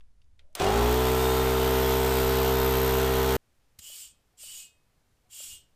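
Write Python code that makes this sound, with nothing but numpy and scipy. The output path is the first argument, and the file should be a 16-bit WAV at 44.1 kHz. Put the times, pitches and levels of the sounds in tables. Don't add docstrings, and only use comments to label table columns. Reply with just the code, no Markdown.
import sys
import numpy as np
from scipy import signal
from scipy.fft import rfft, irfft
from scipy.io import wavfile
from scipy.ndimage import map_coordinates

SR = 44100
rng = np.random.default_rng(int(sys.argv[2]) if len(sys.argv) > 2 else 0)


def elevation(decibels):
    levels = np.asarray(decibels, float)
    return 10 ** (levels / 20)


def unload_wav(signal):
    wavfile.write(
        sys.argv[1],
        SR,
        np.round(np.clip(np.atleast_2d(signal).T, -1, 1) * 32767).astype(np.int16),
    )


N = 253575
TIME = np.arange(N) / SR
START_S, CUT_S = .602, 3.3665


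def rms_one(x):
    return x / np.sqrt(np.mean(x ** 2) + 1e-20)


def in_time(rows):
    s, *columns = np.transpose(rows)
    return [np.interp(TIME, s, c) for c in columns]


def level(rows):
    return elevation(in_time(rows)[0]) * (TIME >= rows[0][0]) * (TIME <= rows[-1][0])


def bump(at_s, width_s):
    return np.exp(-((TIME - at_s) / width_s) ** 2)


def drift(rate):
    r = np.exp(-80 * np.pi * rate / SR)
    slow = signal.lfilter([1], [1, -2 * r, r * r], rng.standard_normal(N // 40 + 2002))[2000:]
    return np.interp(np.arange(N) / 40, np.arange(len(slow)), rms_one(slow))


def ring(x, hz, t60):
    r = elevation(-60 / (t60 * SR))
    w = 2 * np.pi * hz / SR
    return signal.lfilter([0, np.sin(w)], [1, -2 * r * np.cos(w), r * r], x + 1e-18)


def narrow(hz, width_hz):
    return rms_one(ring(rng.standard_normal(N), hz, np.log(1000) / (np.pi * width_hz)))


def coloured(spectrum, white=None):
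    if white is None:
        white = rng.standard_normal(N)
    hz = np.fft.rfftfreq(N, 1 / SR)[1:]
    points = np.array(spectrum)
    shape = elevation(np.interp(np.log(hz), np.log(points[:, 0]), points[:, 1], left=-90, right=-90))
    return rms_one(irfft(rfft(white) * np.r_[0, shape], N))


def above(x, hz):
    return signal.sosfiltfilt(signal.butter(2, hz, "high", fs=SR, output="sos"), x)


# (frequency [Hz], level [dB per Hz])
RUMBLE_TONES = [
    [(2, 22), (7, 23), (16, -2), (45, 2.5), (80, -2), (125, -20), (250, -25), (600, -48)],
    [(4, 14.5), (9, 8.5), (22, -4), (50, 0), (110, -4), (200, -12.5), (350, -18), (600, -34.5)],
]
# (frequency [Hz], level [dB per Hz])
FLOOR = [(150, -32), (250, -4.5), (330, -9.5), (407, -3.5), (1500, -10), (2020, -11.5), (4820, -15.5),
         (13700, -20.5), (16000, -30.5)]
RUMBLE_DB, HISS_DB = (-50, -68), (-79.5, -74.5)
GUST_S, GUST_LENGTH_S, GUST_DB = 5.53, 0.078, 9
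HISS_TOP_HZ = 12100


def garage():
    scenes = [TIME < CUT_S, TIME >= CUT_S]
    rumble = sum(on * elevation(db) * coloured(tone) for on, db, tone in zip(scenes, RUMBLE_DB, RUMBLE_TONES))
    rumble *= elevation(1.1 * drift(10.0) + GUST_DB * bump(GUST_S, GUST_LENGTH_S))
    glove = level([(.395, -74), (.55, -76.5)]) * narrow(610, 70)
    hiss = coloured(FLOOR)
    dull = signal.sosfilt(signal.ellip(6, 1, 40, HISS_TOP_HZ, fs=SR, output="sos"), hiss)
    return rumble + glove + np.where(scenes[0], elevation(HISS_DB[0]) * dull, elevation(HISS_DB[1]) * hiss)


# (time [s], peak level [dB], centre [Hz], t60 [s])
GLOVE = [
    (.007, -48, 2300, 0.018),
    (.217, -58.5, 3380, .035),
    (.2425, -67, 3900, .02),
    (0.392, -43, 2780, 0.029),
    (.398, -57, 2400, .12),
    (.528, -65, 7500, 0.015),
]
# (time [s], peak level [dB], lowest frequency [Hz], rise [s], t60 [s])
SNAPS = [
    (0.551, -25, 1000, .0011, .023),
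    (3.787, -39, 2060, 0.0041, 0.043),
]
GLOVE_RISE_S, GLOVE_SPREAD = 0.0011, 1.53


def ticks():
    out = np.zeros(N)
    since = np.arange(SR // 8) / SR
    bursts = [(s, db, hz / GLOVE_SPREAD, hz * GLOVE_SPREAD, GLOVE_RISE_S, t60) for s, db, hz, t60 in GLOVE]
    bursts += [(s, db, low_hz, 15000, rise, t60) for s, db, low_hz, rise, t60 in SNAPS]
    for s, db, low_hz, high_hz, rise, t60 in bursts:
        band = signal.butter(2, [low_hz, high_hz], "band", fs=SR, output="sos")
        noise = signal.sosfilt(band, rng.standard_normal(len(since)))
        shape = np.minimum(since / rise, elevation(-60 * (since - rise) / t60))
        out[round(s * SR):][:len(since)] += elevation(db - 0.5) * shape * noise
    return out


# (time [s], peak level [dB], frequency [Hz], t60 [s])
KNOCKS = [
    (.6, -34, 2450, .2),
    (.662, -29, 2830, .18),
    (3.787, -45, 75, .07),
    (3.79, -52, 200, .04),
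    (4.335, -67, 730, .12),
    (4.57, -52, 2540, .52),
    (5.25, -66, 730, .14),
    (5.49, -47.5, 2840, .33),
]
# (time [s], peak level [dB], frequency [Hz])
STOPS = [
    (3.899, -48, 590),
    (4.435, -46.5, 600),
    (5.403, -43.5, 594),
]
STOP_T60_S, STOP_OVERTONE, STOP_OVERTONE_DB = .021, 2.2, -11
KNOCK_RISE_SHARE = .062


def knocks():
    out = np.zeros(N)
    stops = [(s, db, hz, STOP_T60_S) for s, db, hz in STOPS]
    stops += [(s, db + STOP_OVERTONE_DB, hz * STOP_OVERTONE, STOP_T60_S) for s, db, hz in STOPS]
    for s, db, hz, t60 in KNOCKS + stops:
        since = np.maximum(TIME - s, 0)
        rise = np.minimum(since / (KNOCK_RISE_SHARE * t60), 1)
        out += elevation(db - 60 * since / t60) * rise * np.sin(2 * np.pi * hz * since)
    return out


JET_FALL_DB_PER_S, JET_SHOULDER_S = 283, 0.018


def trigger(opens, shuts, db, rise):
    late = JET_SHOULDER_S * np.logaddexp(0, (TIME - shuts) / JET_SHOULDER_S)
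    return elevation(db - JET_FALL_DB_PER_S * late) * (1 - np.exp(-np.maximum(TIME - opens, 0) / rise)) ** 2


# (frequency [Hz], width [Hz], level [dB])
WHEEL = [(2540, 26, -15), (2840, 27, -5), (2990, 25, -5), (3220, 23, -7), (3360, 25, -12), (3560, 23, -15),
         (4600, 41, -13), (5150, 56, -13), (5600, 45, -14), (6190, 26, -13), (6830, 160, -10),
         (7320, 39, 0), (7740, 42, -3), (7890, 24, -8), (8230, 32, -3), (8600, 21, -7), (8760, 70, -6),
         (9180, 30, -11), (9870, 57, -13), (10500, 140, -15), (11100, 38, -16), (11600, 34, -12),
         (12100, 45, -9), (12800, 54, -15), (13200, 37, -18), (13600, 100, -15), (13900, 37, -13),
         (14400, 34, -17)]
LOW_MODES_HZ = 4000


def wheel_modes(flow):
    out = 0
    for hz, width, db in WHEEL:
        t60 = np.log(1000) / (np.pi * (.45 if hz < LOW_MODES_HZ else .8) * width)
        driven = ring(flow * rng.standard_normal(N) * elevation(2.2 * drift(3)), hz, t60)
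        out = out + elevation(db) * driven * np.sqrt(width / t60 / SR)
    return out


CROWD_T60_S, CROWD_SPREAD_DB = .2, 4


def tyre_air(jet):
    hz = np.geomspace(2300, 14500, 60) * (1 + .015 * rng.standard_normal(60))
    t60 = CROWD_T60_S * (LOW_MODES_HZ / hz) ** .5 * elevation(CROWD_SPREAD_DB * rng.uniform(-1, 1, 60))
    crowd = sum(ring(jet, f, t) / np.sqrt(t) for f, t in zip(hz, t60))
    return crowd * np.std(jet) / np.std(crowd)


# (opens [s], shuts [s], level [dB], rise [s])
JETS = [
    (3.775, 4.045, -45, 0.044),
    (4.363, 4.624, -46, 0.026),
    (5.285, 5.536, -44.5, 0.034),
]
# (frequency [Hz], level [dB per Hz])
JET = [(530, -50), (900, -23.5), (1920, -19), (2890, -10), (3550, -8.5), (4860, -7.5), (5100, -6),
       (6890, -10), (7490, -0.5), (9770, -9), (14200, -8), (15400, -6), (16000, -41)]
BRIGHT_FROM_HZ, BRIGHT_SHARE = 9500, .35


def inflator():
    flow = sum(trigger(*pull) for pull in JETS)
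    jet = flow * coloured(JET) * elevation(0.9 * drift(40))
    hiss = elevation(-5.5) * jet + elevation(-7.5) * tyre_air(jet) + elevation(-7) * wheel_modes(flow)
    return hiss - above(hiss, BRIGHT_FROM_HZ) * (1 - (flow / flow.max()) ** BRIGHT_SHARE)


def window(angle, start, length, edge):
    since = (angle - start) % 1
    return np.clip(np.minimum(since, length - since) / edge, 0, 1)


def strikes(turns, at, uneven_db):
    passed = np.diff(np.floor(turns - at), prepend=np.floor(turns[0] - at)) > 0
    return passed * elevation(uneven_db * rng.standard_normal(N))


def each_turn(turns):
    return rng.standard_normal(int(turns[-1]) + 1)[turns.astype(int)]


RUNNING_SPEED, FAST_LAG, FAST_S, SLOW_LAG, SLOW_S = 65.18, 29.5, .084, 3.3, .58
FEET_DRAG, FEET_DRAG_AT_S, FEET_DRAG_S = 1.7, .85, .095


def crank_speed():
    since = np.maximum(TIME - START_S, 0)
    speed = RUNNING_SPEED - FAST_LAG * np.exp(-since / FAST_S) - SLOW_LAG * np.exp(-since / SLOW_S)
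    return speed - FEET_DRAG * bump(FEET_DRAG_AT_S, FEET_DRAG_S)


SHAKE_DB, SHAKE_DB_PER_OCTAVE, SHAKE_START_DB = -32, 10.5, -6.5
FEET_DB, FEET_AT_S, FEET_S = 5, .835, 0.13


def body_shake(turns, speed, first):
    db = SHAKE_DB + SHAKE_DB_PER_OCTAVE * np.log2(speed / RUNNING_SPEED)
    db += FEET_DB * bump(FEET_AT_S, FEET_S) + SHAKE_START_DB * first
    return elevation(db + 5.5) * np.sin(2 * np.pi * (turns + .04))


INTAKE_T60_S = 0.21
INTAKE_HZ, INTAKE_RISE_HZ, INTAKE_RISE_S = 422.5, 45, .085


def intake_ring(turns, since_open, valve_open):
    hz = INTAKE_HZ - INTAKE_RISE_HZ * np.exp(-np.maximum(TIME - START_S, 0) / INTAKE_RISE_S)
    gain = elevation(7.0 - 60 * since_open / INTAKE_T60_S + .5 * each_turn(turns))
    tone = gain * np.sin(2 * np.pi * hz * since_open)
    return signal.lfilter(*signal.iirnotch(585, 8, fs=SR), tone * valve_open)


FLUTTER_HZ, FLUTTER_RISE_HZ, FLUTTER_RISE_S = 850, 112, .13
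FLUTTER_DB, FLUTTER_DB_PER_S, FLUTTER_SEATED_DB = -25.5, -56, -61
RATTLE_DB, RATTLE_SEATED_DB = -32, -46
SEATED_FROM_S, SEATED_BY_S = .86, 0.98


def reed_flutter(turns, since_open):
    since = np.maximum(TIME - START_S, 0)
    seated = np.clip((TIME - SEATED_FROM_S) / (SEATED_BY_S - SEATED_FROM_S), 0, 1)
    flutter_db = (1 - seated) * (FLUTTER_DB + FLUTTER_DB_PER_S * since) + seated * FLUTTER_SEATED_DB
    rattle_db = (1 - seated) * RATTLE_DB + seated * RATTLE_SEATED_DB
    hz = FLUTTER_HZ - FLUTTER_RISE_HZ * bump(START_S, FLUTTER_RISE_S)
    phase = 2 * np.pi * hz * since_open + 0.38 * each_turn(turns)
    flutter = elevation(flutter_db + 2.5 + 1.1 * drift(60)) * np.sin(phase)
    rattle = narrow(750, 220) + .8 * narrow(1030, 250) + .5 * narrow(300, 150)
    return flutter + elevation(rattle_db) * rattle


# (multiple of crank speed, level [dB against intake ring])
PUSH = [(2, -6), (3, -21.5), (4, -6.5)]


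def pressure_push(turns):
    return sum(elevation(db + 0.51 * drift(1.8)) * np.sin(2 * np.pi * k * (turns + 0.0033)) for k, db in PUSH)


# (multiple of crank speed, level [dB])
SNAP = [(8, -10), (10, -11), (11, -10), (12, -9.5), (13, -6.5), (14, -3.5), (15, -6.5), (16, -15),
        (17, -37), (18, -26), (19, -13)]


def valve_snap(turns):
    out = 0
    for k, db in SNAP:
        phase = 2 * np.pi * k * (turns - .625) - .9 + 0.49 * drift(5.5)
        out = out + elevation(db - 4.0 + 1.0 * drift(2.0)) * np.cos(phase)
    return out


# (frequency [Hz], level [dB], t60 [s])
CASING = [(1013.8, 2.5, 0.059), (1338, -1, 0.077), (1489, -5, 0.057), (1847, -7.5, 0.035)]
SHUT_AT_TURNS = .6


def casing_knock(turns):
    return sum(elevation(db) * ring(strikes(turns, SHUT_AT_TURNS, 2.0), hz, t60) for hz, db, t60 in CASING)


# (frequency [Hz], level [dB per Hz])
CLATTER = [(30, -24.5), (70, -18), (160, -25.5), (320, -13.5), (560, -10), (740, -8), (820, -19.5),
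           (1000, -17), (1250, -9), (1550, -13), (2200, -16.5), (5000, -24.5), (10500, -31), (16000, -29)]
# (frequency [Hz], width [Hz], level [dB])
WHINES = [(3690, 45, -22), (3330, 350, -14), (4000, 350, -17), (8000, 1800, -14), (14150, 350, -23)]
DULL_START_S, DULL_ABOVE_HZ, DULL_SHARE = .2, 9500, .55


def mechanical_clatter():
    clatter = coloured(CLATTER)
    clatter += sum(elevation(db + 3.1 * drift(1.1)) * narrow(hz, width) for hz, width, db in WHINES)
    return clatter - DULL_SHARE * bump(START_S, DULL_START_S) * above(clatter, DULL_ABOVE_HZ)


def contacts(turns, turns_alike):
    surface = rng.standard_normal((40, 680))
    return map_coordinates(surface, [turns / turns_alike % 39, turns % 1 * 680], order=1, mode="wrap")


def repeated_clatter(turns):
    high = signal.butter(4, 2500, "high", fs=SR, output="sos")
    rough = signal.sosfilt(high, contacts(turns, turns_alike=9.0))
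    return elevation(-7) * coloured(CLATTER, rough * (1 + window(turns, .55, .35, .05)))


BEARING_HZ, BEARING_WIDTH_HZ, BEARING_DB, BEARING_AT_S, BEARING_S = 3655, 55, -45.5, 1.32, .3


def bearing_whine():
    gain = elevation(BEARING_DB + 2.0 * drift(13)) * bump(BEARING_AT_S, BEARING_S)
    return gain * narrow(BEARING_HZ, BEARING_WIDTH_HZ)


LIFT_SQUEAK_DB, LIFT_START_DB, LIFT_START_S = -48, -18, .065
HALO_HZ, HALO_RISE_HZ, HALO_RISE_S = 14250, 900, .7
HALO_DB, HALO_START_DB, HALO_START_S = -6.5, -20, .13


def warming_squeak(turns):
    since = np.maximum(TIME - START_S, 0)
    hz = HALO_HZ - HALO_RISE_HZ * np.exp(-since / HALO_RISE_S) + 60 * drift(4)
    tone = np.sin(2 * np.pi * np.cumsum(hz) / SR + 1.2 * drift(150))
    db = LIFT_SQUEAK_DB + 11.5 + HALO_DB + HALO_START_DB * bump(START_S, HALO_START_S) + 2.0 * drift(2)
    return elevation(db) * tone * window(turns, .61, .4, .05)


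# (time [s], level [dB])
SQUEAK = [(.6, -61.5), (.79, -52.5), (.89, -42.5), (1.15, -41), (1.54, -46.5), (1.7, -40), (2.95, -37.5),
          (3.06, -41.5), (3.36, -39)]
SQUEAK_HZ, SQUEAK_WANDER_HZ = 13300, 25


def seal(turns, speed):
    upstroke_db, = in_time(SQUEAK)
    lift_db = LIFT_SQUEAK_DB + LIFT_START_DB * bump(START_S, LIFT_START_S) + 2.0 * drift(3)
    hz = SQUEAK_HZ + SQUEAK_WANDER_HZ * drift(1.5)
    loose = np.interp(TIME, [1.5, 1.7], [1.3, .5])
    out = 0
    for db, start, length, edge in [(upstroke_db, .61, .26, .03), (lift_db, .95, .3, .06)]:
        since = (turns - start) % 1 / speed
        phase = 2 * np.pi * hz * since * (1 + .6 * (since - .002))
        phase += loose * drift(25) + .3 * drift(300)
        gain = elevation(db + 9 + 1.6 * drift(200))
        out = out + gain * window(turns, start, length, edge) * np.sin(phase)
    return out + warming_squeak(turns) + elevation(upstroke_db - 12) * narrow(13300, 300)


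# (time [s], level [dB])
STIR = [(0.556, -38.5), (0.562, -44.5), (0.594, -38.5), (0.6, -29.5)]
OPEN_TURNS = 0.728
INTAKE_DB, INTAKE_START_DB, NOISE_DB, NOISE_START_DB, FIRST_TURNS_S = -25.5, -2, -36, 1, .06


def compressor():
    speed = crank_speed()
    turns = np.cumsum(speed * (TIME >= START_S)) / SR
    running = turns > 0
    first = np.exp(-np.maximum(TIME - START_S, 0) / FIRST_TURNS_S)
    opened = np.diff(np.ceil(turns), prepend=0) > 0
    since_open = TIME - np.maximum.accumulate(TIME * opened)
    valve_open = window(turns, 0, OPEN_TURNS, 0.027)
    pump = intake_ring(turns, since_open, valve_open) + pressure_push(turns) + valve_snap(turns)
    pump += elevation(-7.0) * casing_knock(turns)
    pump *= elevation(INTAKE_DB + INTAKE_START_DB * first - 0.5)
    pump += reed_flutter(turns, since_open) * valve_open
    clatter = mechanical_clatter()
    noise_gain = (TIME > .598) * elevation(NOISE_DB + NOISE_START_DB * first + 2.5)
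    whole = running * (pump + body_shake(turns, speed, first) + seal(turns, speed) + bearing_whine())
    whole += noise_gain * (clatter + repeated_clatter(turns))
    return (whole + level(STIR) * clatter) * (TIME < CUT_S)


def scene():
    return (garage() + ticks() + knocks() + inflator() + compressor())[None]


def low_pass(x):
    return signal.sosfilt(signal.butter(12, 16510, fs=SR, output="sos"), x)


def record(dry):
    step = signal.ellip(10, .5, 40, 15270, fs=SR, output="sos")
    top = signal.ellip(10, .5, 50, 15830, fs=SR, output="sos")
    return low_pass(signal.sosfilt(top, signal.sosfilt(step, dry)))


dry = scene()
out = record(dry)
unload_wav(out)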